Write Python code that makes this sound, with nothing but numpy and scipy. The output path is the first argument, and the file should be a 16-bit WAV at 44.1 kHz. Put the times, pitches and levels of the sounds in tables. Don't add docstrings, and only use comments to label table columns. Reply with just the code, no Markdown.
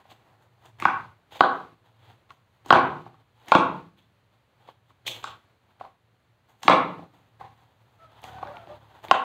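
import sys
import numpy as np
from scipy import signal
from scipy.fft import rfft, irfft
from scipy.io import wavfile
from scipy.ndimage import uniform_filter1d

SR = 44100
rng = np.random.default_rng(int(sys.argv[2]) if len(sys.argv) > 2 else 0)


def bounce(signal):
    frames = np.transpose(np.atleast_2d(signal))
    limited = np.clip(frames, -1, 1)
    pcm = np.round(limited * 32767).astype(np.int16)
    wavfile.write(sys.argv[1], SR, pcm)


N = 407464
T = np.arange(N) / SR
HIT_SAMPLES, GAIN_STEP_SAMPLES = 5000, 32


def blows():
    # start_s, level_db, centre_hz, then relative crack_db, thud_db, room_db
    knocks = [(0.054, -35, 840, -26, -32, -2), (0.116, -34.5, 905, -12, -15, -4.5),
              (0.655, -47, 923, -22, -23, -1.5), (0.8, -35, 907, 1.5, -15, 3),
              (0.823, -19.5, 1157, -7, -8, 1.5), (0.853, -1.5, 1250, -16, -27, -4),
              (1.322, -35, 681, -12, -26, 3.5), (1.407, 4.5, 950, -21, -24, -3.5),
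              (1.718, -46, 1172, -17, 3.5, -7), (2.305, -31.5, 1325, -7, -37.5, -8),
              (2.66, -31.5, 958.3, -4.5, -4.5, 1.5), (2.705, 3, 880, -18, -21, -2.5),
              (2.726, 4.5, 780, -17, -17, -1.5), (3.063, -28.5, 829, -28, -19.5, -1.5),
              (3.142, -36.5, 1090, -21, -25.5, -1.95), (3.483, -38, 939, 3.5, -2.5, 3.5),
              (3.519, 4, 863, -17.5, -30.5, 0.5), (3.551, -0.2, 740, -13, -10, -4),
              (3.974, -55.5, 1050, -4, -1.5, -1), (4.687, -30.5, 764, -18, -22.5, -20.5),
              (4.904, -37.5, 1080, -23, -14.5, -11), (5.065, -41, 502.5, -6, -14, 9),
              (5.078, -35, 893, 11.5, -25.5, -15.5), (5.241, -22, 1180, -6.5, -43.5, -1),
              (5.639, -45, 848, -21, -13.5, 0.5), (5.81, -24.5, 850, -24, -26.5, -2),
              (5.85, -31, 974, -20, -30.5, -7), (6.492, -42.5, 700, -17.5, -17.5, -7.5),
              (6.633, -28, 902, -3, -19.5, -0.6), (6.651, -34, 891, -8.5, 3, -0.8),
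              (6.68, 3.5, 1038, -11, -19.5, -0.15), (6.697, -1.4, 619, -22.5, -14, 0.5),
              (6.993, -29.5, 776, -28.5, -8.5, 1.2), (7.41, -27.5, 802, -21, -24, 0.4),
              (8.241, -28, 742, -5, -30.5, -17), (8.384, -30.5, 790, -16, -19, 1),
              (8.428, -20.5, 790, -28.5, -41, -7.5), (8.451, -31, 960, -15, -8.5, -2.5),
              (8.472, -34, 1700, -5, -33, -14.5), (8.569, -34, 750, -7, -13, -7),
              (8.672, -31, 687, -14.5, -13.5, 0), (9.043, -35, 800, -15.5, -26, -6),
              (9.084, -39.5, 694, 4, 2, -2), (9.112, 5, 1145, -14.5, -32, -7)]
    # pitch_hz, level_db, t60_s
    board_modes = [(548, -6.5, 0.015), (711, -1.5, 0.018), (808, -1.1, 0.024), (936, -4.5, 0.025),
                   (1105.6, 1.5, 0.036), (1286, -6, 0.037), (1441.5, -1.5, 0.026), (1616, -13, 0.05)]
    # pitch_hz, level_db, t60_s
    tray_modes = [(160, 0, 0.061), (207, -1.1, 0.046), (264, -1, 0.089), (291, 4.5, 0.045),
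                  (349, 4.5, 0.055)]
    # frequency_hz, level_db
    crack_spectrum = [(1300, -26.5), (2000, 5.5), (2600, -1), (3300, -2), (4100, -6.5), (4800, -17.5),
                      (5600, -26), (7000, -47.5)]
    contact_ms = 1.7
    near, sent = np.zeros((2, N + HIT_SAMPLES))
    for start_s, db, centre_hz, crack_db, thud_db, room_db in knocks:
        crack = level(shaped(HIT_SAMPLES, crack_spectrum), 3.5) * swell(0.3 * contact_ms, t60_s=0.0075)
        spread_oct = max(0.78 + 0.014 * db, .25)
        board = ring(board_modes, contact_ms, centre_hz, spread_oct)
        tray = ring(tray_modes, rise_ms=3.5)
        knock = board + undb(thud_db) * tray + undb(crack_db) * crack
        i = int(start_s * SR)
        near[i:i + HIT_SAMPLES] += undb(db) * knock
        sent[i:i + HIT_SAMPLES] += undb(db + room_db) * knock
    return near[:N], sent[:N]


def ring(modes, rise_ms, centre_hz=None, spread_oct=1, scatter_db=2.23):
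    hz, db, t60_s = np.transpose(modes)[:, :, None]
    scatter, detune, offset = rng.standard_normal((3, len(modes), 1))
    if centre_hz:
        db = db - 6 * (np.log2(hz / centre_hz) / spread_oct) ** 2
    phase = 2 * np.pi * (hz * (1 + 0.02 * detune) * T[:HIT_SAMPLES] + offset)
    tone = np.sum(undb(db + scatter_db * scatter) * swell(rise_ms, t60_s) * np.sin(phase), axis=0)
    return tone / np.abs(tone).max()


def scrape():
    # peak_s, rise_s, fall_s, level_db, then relative edge_db, fine_db
    strokes = [(0.002, .01, 0.052, -46, -14, -30), (0.12, 0.055, 0.045, -52, 4, -10),
               (0.33, .5, .3, -49, -28, -30), (0.439, .05, 0.033, -54, -8, -16),
               (0.662, .08, 0.066, -43.5, -9, -22), (0.839, 0.07, .008, -43, -6, -23.5),
               (1.328, 0.023, 0.19, -43, -0.5, -15.5), (1.87, .06, .12, -49.5, -9, -28),
               (2.11, 0.22, .05, -46, -5, -24), (2.333, 0.036, .05, -48.5, -8, -18.5),
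               (2.536, 0.12, .15, -56.5, -11, -19), (2.695, .045, 0.0093, -40, -11, -22),
               (3.2, .05, 0.16, -52, -9, -32), (3.501, .14, 0.009, -41, -6, -22),
               (3.981, 0.016, .08, -58.5, 10.5, -6.5), (4.332, 0.031, .12, -55, -4, -24.5),
               (4.6, 0.029, 0.14, -49.5, -17, -30.5), (4.71, 0.15, .04, -46, -6.5, -31),
               (4.903, 0.074, 0.021, -53, -1.3, -15), (5.066, .004, .15, -54, 21.5, 10.5),
               (5.202, 0.17, .03, -45, -5.5, -25), (5.27, 0.014, 0.082, -51.5, 10, -27),
               (5.713, .08, .15, -50.5, -11, -30), (6.493, .015, .09, -47, -9, -17),
               (6.608, .02, 0.0065, -51, -2.2, -9.5), (6.66, .06, .008, -49, 2, -5),
               (7.15, 0.052, .2, -50.5, -7.5, -20), (7.405, 0.021, 0.042, -42, -31, -45),
               (7.58, .15, 0.36, -50.5, -9.5, -24), (7.95, .4, .1, -52.5, -11.5, -21),
               (8.191, 0.25, .04, -47, -8, -28.5), (8.247, 0.044, .19, -39, -10, -23),
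               (8.465, 0.09, 0.47, -44.5, -28, -50), (8.9, 0.62, 0.83, -47, -10, -28),
               (9.045, 0.024, 0.052, -36, -13.5, -22)]
    # frequency_hz, level_db
    rind = [(150, -34.5), (330, -8), (600, -6), (800, 2.5), (950, 1.5), (1200, -7), (1500, -10),
            (2000, -13), (2600, -45)]
    # frequency_hz, level_db
    edge = [(1500, -32.5), (2200, -4), (3350, 4.5), (4200, -4), (5200, -19), (5800, -40.5)]
    # frequency_hz, level_db
    fine = [(5000, -24), (6400, 5), (7500, -3), (10000, -12), (14000, -4.5), (16000, -11.5)]
    clicks_per_s = 4800
    powers = sum((hump(peak_s, rise_s, fall_s, db) * undb([[0], [edge_db], [fine_db]])) ** 2
                 for peak_s, rise_s, fall_s, db, edge_db, fine_db in strokes)
    sizes = undb(3 * np.minimum(rng.exponential(1, N), 3.5)) * rng.standard_normal(N)
    clicks = level(sizes * (rng.random(N) < clicks_per_s / SR), 0)
    tearing = clicks + .6 * rng.standard_normal(N)
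    layers = [level(colour(tearing, spectrum), 0) for spectrum in (rind, edge, fine)]
    grip = undb(1.3 * walk(40))
    return grip * sum(smooth(np.sqrt(power)) * layer for power, layer in zip(powers, layers))


def snaps():
    # start_s, peak_db, top_db (the spectrum's level at top_hz)
    fibres = [(0.1101, -48, -24), (0.6554, -44, -16), (0.8006, -31, -12), (0.8225, -40, -23),
              (0.85, -41, -24), (1.319, -53, -18), (1.3683, -43, -7), (1.4056, -41.5, -24),
              (1.4301, -50, -28), (2.3057, -50.5, -19), (2.66, -40, -15), (2.684, -38.5, -20),
              (2.704, -38, -14), (2.7268, -27.5, -20), (3.459, -49, -6), (3.484, -34, -15),
              (3.5189, -30, -22), (3.5505, -30, -22), (5.0723, -34, -10), (5.0761, -25, -21),
              (5.24, -35.5, -26), (6.4877, -61, -16), (6.6009, -59, 5), (6.6308, -27.5, -23),
              (6.6805, -27.5, -20), (6.697, -25.5, -22), (8.2177, -45, -7), (8.2387, -37.5, -14),
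              (8.8034, -58, -15), (9.0394, -50, -11), (9.0848, -47, 2), (9.1152, -31.5, -21)]
    # frequency_hz, level_db
    spectrum = [(2000, -17), (3500, -4.5), (5200, -8), (6600, -2.5), (8000, -9)]
    top_hz = 11000
    out = np.zeros(N + HIT_SAMPLES)
    for start_s, peak_db, top_db in fibres:
        click = shaped(HIT_SAMPLES, spectrum + [(top_hz, top_db)]) * swell(rise_ms=0.6, t60_s=0.017)
        i = int(start_s * SR)
        out[i:i + HIT_SAMPLES] += undb(peak_db) * click / np.abs(click).max()
    return out[:N]


def walls(sound):
    # frequency_hz, t60_s
    decay = [(100, 0.96), (260, 0.77), (700, 0.46), (1840, 0.51), (4850, 0.3), (10000, 0.2)]
    far_wall_s, tiles_db_per_oct = 0.026, 1.5
    t, tail = T[:SR], 0
    hz, t60_s = np.transpose(decay)
    for f in 80 * 2. ** np.arange(8):
        band = shaped(SR, [(f / 2, -40), (f / 1.7, -3), (f, 0), (f * 1.6, -3), (f * 2, -40)])
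        band *= undb(tiles_db_per_oct * np.clip(np.log2(f / 1000), 0, 2.5))
        tail = tail + band * undb(-60 * t / np.interp(np.log(f), np.log(hz), t60_s))
    tail *= np.where(t < far_wall_s, 0.58 * np.clip(t / 0.0097, 0, 1), 1)
    return signal.fftconvolve(sound, tail / np.sqrt(np.sum(tail ** 2)))[:N]


def fowl():
    # start_s, length_s, pitch_hz, glide_hz_per_s, level_db, relative second_partial_db
    notes = [(7.985, .085, 648, -60.5, -52, 3), (8.269, .13, 748, 42, -49.5, -14),
             (8.448, 0.07, 571, 300, -46, -24), (8.528, 0.11, 735, -500, -50.5, -8),
             (8.68, 0.049, 601, 60, -44.5, -12.5)]
    attack_s, release_s = 0.017, 0.034
    waver, flutter = 1 + 0.023 * walk(120), undb(2.1 * walk(50))
    out = np.zeros(N)
    for start_s, length_s, hz, glide, db, second_db in notes:
        on = (T > start_s) & (T < start_s + length_s + release_s)
        t = T[on] - start_s
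        phase = 2 * np.pi * np.cumsum((hz + glide * t) * waver[on]) / SR
        fade = np.clip(np.minimum(t / attack_s, (length_s - t) / release_s + 1), 0, 1)
        out[on] += np.sqrt(2) * fade * undb(db) * (np.sin(phase) + undb(second_db) * np.sin(2 * phase))
    return out * flutter


def motorbike():
    # peak_s, rise_s, fall_s, level_db
    bursts = [(7.5, .3, 0.41, -54), (8.35, .35, .75, -49.5)]
    firing_hz, sag_hz_per_s, leaves_s = 38.4, 2.1, 7.3
    harmonics_db = [-27, -4, -1, -6.5, -12, -15.5, -13.5]
    hz = firing_hz - sag_hz_per_s * np.maximum(T - leaves_s, 0)
    phase = 2 * np.pi * np.cumsum(hz * (1 + 0.014 * walk(12))) / SR
    tone = sum(undb(db) * np.cos(k * phase) for k, db in enumerate(harmonics_db, 1))
    throttle = smooth(sum(hump(*burst) for burst in bursts))
    return level(tone, 0) * throttle * undb(2.5 * walk(13))


def outside_hum():
    # time_s, level_db
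    course = [(0, -63.5), (.35, -59.5), (.95, -48.5), (1.3, -64), (1.85, -62.5), (2.1, -50.5), (2.3, -58.5),
              (2.999, -54.5), (3.4, -62), (4.7, -61), (5.2, -54.5), (5.5, -62.5), (6.6, -61), (7.0, -58),
              (9.24, -62.5)]
    hz = 113
    hum = shaped(N, [(hz - 70, -50), (hz - 35, -18), (hz, 0), (hz + 40, -18), (hz + 150, -80)])
    time_s, db = np.transpose(course)
    return level(hum, 0) * undb(np.interp(T, time_s, db))


def house_noise():
    # frequency_hz, level_db
    spectrum = [(30, -12.5), (70, 0.5), (160, -3), (260, -2.5), (550, -0.14), (1150, -2.4), (1500, -4.5),
                (4300, -13.5), (5300, -26.5), (6400, -25), (9000, -32.5), (16000, -34.5)]
    waver = undb(.8 * walk(6))
    return level(shaped(N, spectrum), -53.5) * waver


def undb(db):
    return 10 ** (np.asarray(db) / 20)


def level(x, db):
    return x * undb(db) / np.sqrt(np.mean(x ** 2))


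def colour(x, spectrum):
    hz, db = np.transpose(spectrum)
    f = np.fft.rfftfreq(len(x), 1 / SR) + 1
    return irfft(rfft(x) * undb(np.interp(np.log(f), np.log(hz), db)), len(x))


def shaped(count, spectrum):
    return colour(rng.standard_normal(count), spectrum)


def walk(rate_hz):
    width = int(SR / rate_hz)
    return level(uniform_filter1d(uniform_filter1d(rng.standard_normal(N), width), width), 0)


def swell(rise_ms, t60_s):
    t, rise_s = T[:HIT_SAMPLES], rise_ms / 1000
    attack = np.sin(np.pi / 2 * np.clip(t / rise_s, 0, 1)) ** 2
    return attack * undb(-60 * np.maximum(t - rise_s, 0) / t60_s)


def hump(peak_s, rise_s, fall_s, db):
    corners_s = [peak_s - 4 * rise_s, peak_s, peak_s + 4 * fall_s]
    return undb(np.interp(T[::GAIN_STEP_SAMPLES], corners_s, db - 17 * np.array([4, 0, 4])))


def smooth(gain):
    return np.interp(T, T[::GAIN_STEP_SAMPLES], gain)


def scene():
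    knocks, sent = blows()
    scraping, bird, snapping = scrape(), fowl(), snaps()
    direct = knocks + snapping + undb(-2) * scraping + undb(4) * bird
    room = walls(undb(-3) * (sent + snapping) + undb(-11.5) * scraping + undb(-6.5) * bird)
    return (direct + room + motorbike() + outside_hum() + house_noise())[None]


def record(dry):
    depth_db, threshold_db, knee_db, cutoff_hz = -18.5, -46, 3.5, 15600
    bass = signal.sosfiltfilt(signal.butter(2, 190, fs=SR, output="sos"), dry)
    top = signal.sosfiltfilt(signal.butter(2, 7500, "high", fs=SR, output="sos"), dry)
    middle = dry - bass - top
    power = uniform_filter1d(middle ** 2, int(.03 * SR))
    over_db = 10 * np.log10(power + 1e-12) - threshold_db
    hush_db = depth_db / (1 + np.exp(over_db / knee_db))
    hushed = middle * undb(hush_db) + top * undb(.55 * hush_db) + bass * undb(.42 * hush_db)
    hushed = signal.sosfilt(signal.butter(2, 70, "high", fs=SR, output="sos"), hushed)
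    clipped = hushed / (1 + np.abs(hushed) ** 6) ** (1 / 6)
    return signal.sosfilt(signal.ellip(8, .2, 70, cutoff_hz, fs=SR, output="sos"), clipped)


dry = scene()
out = record(dry)
bounce(out)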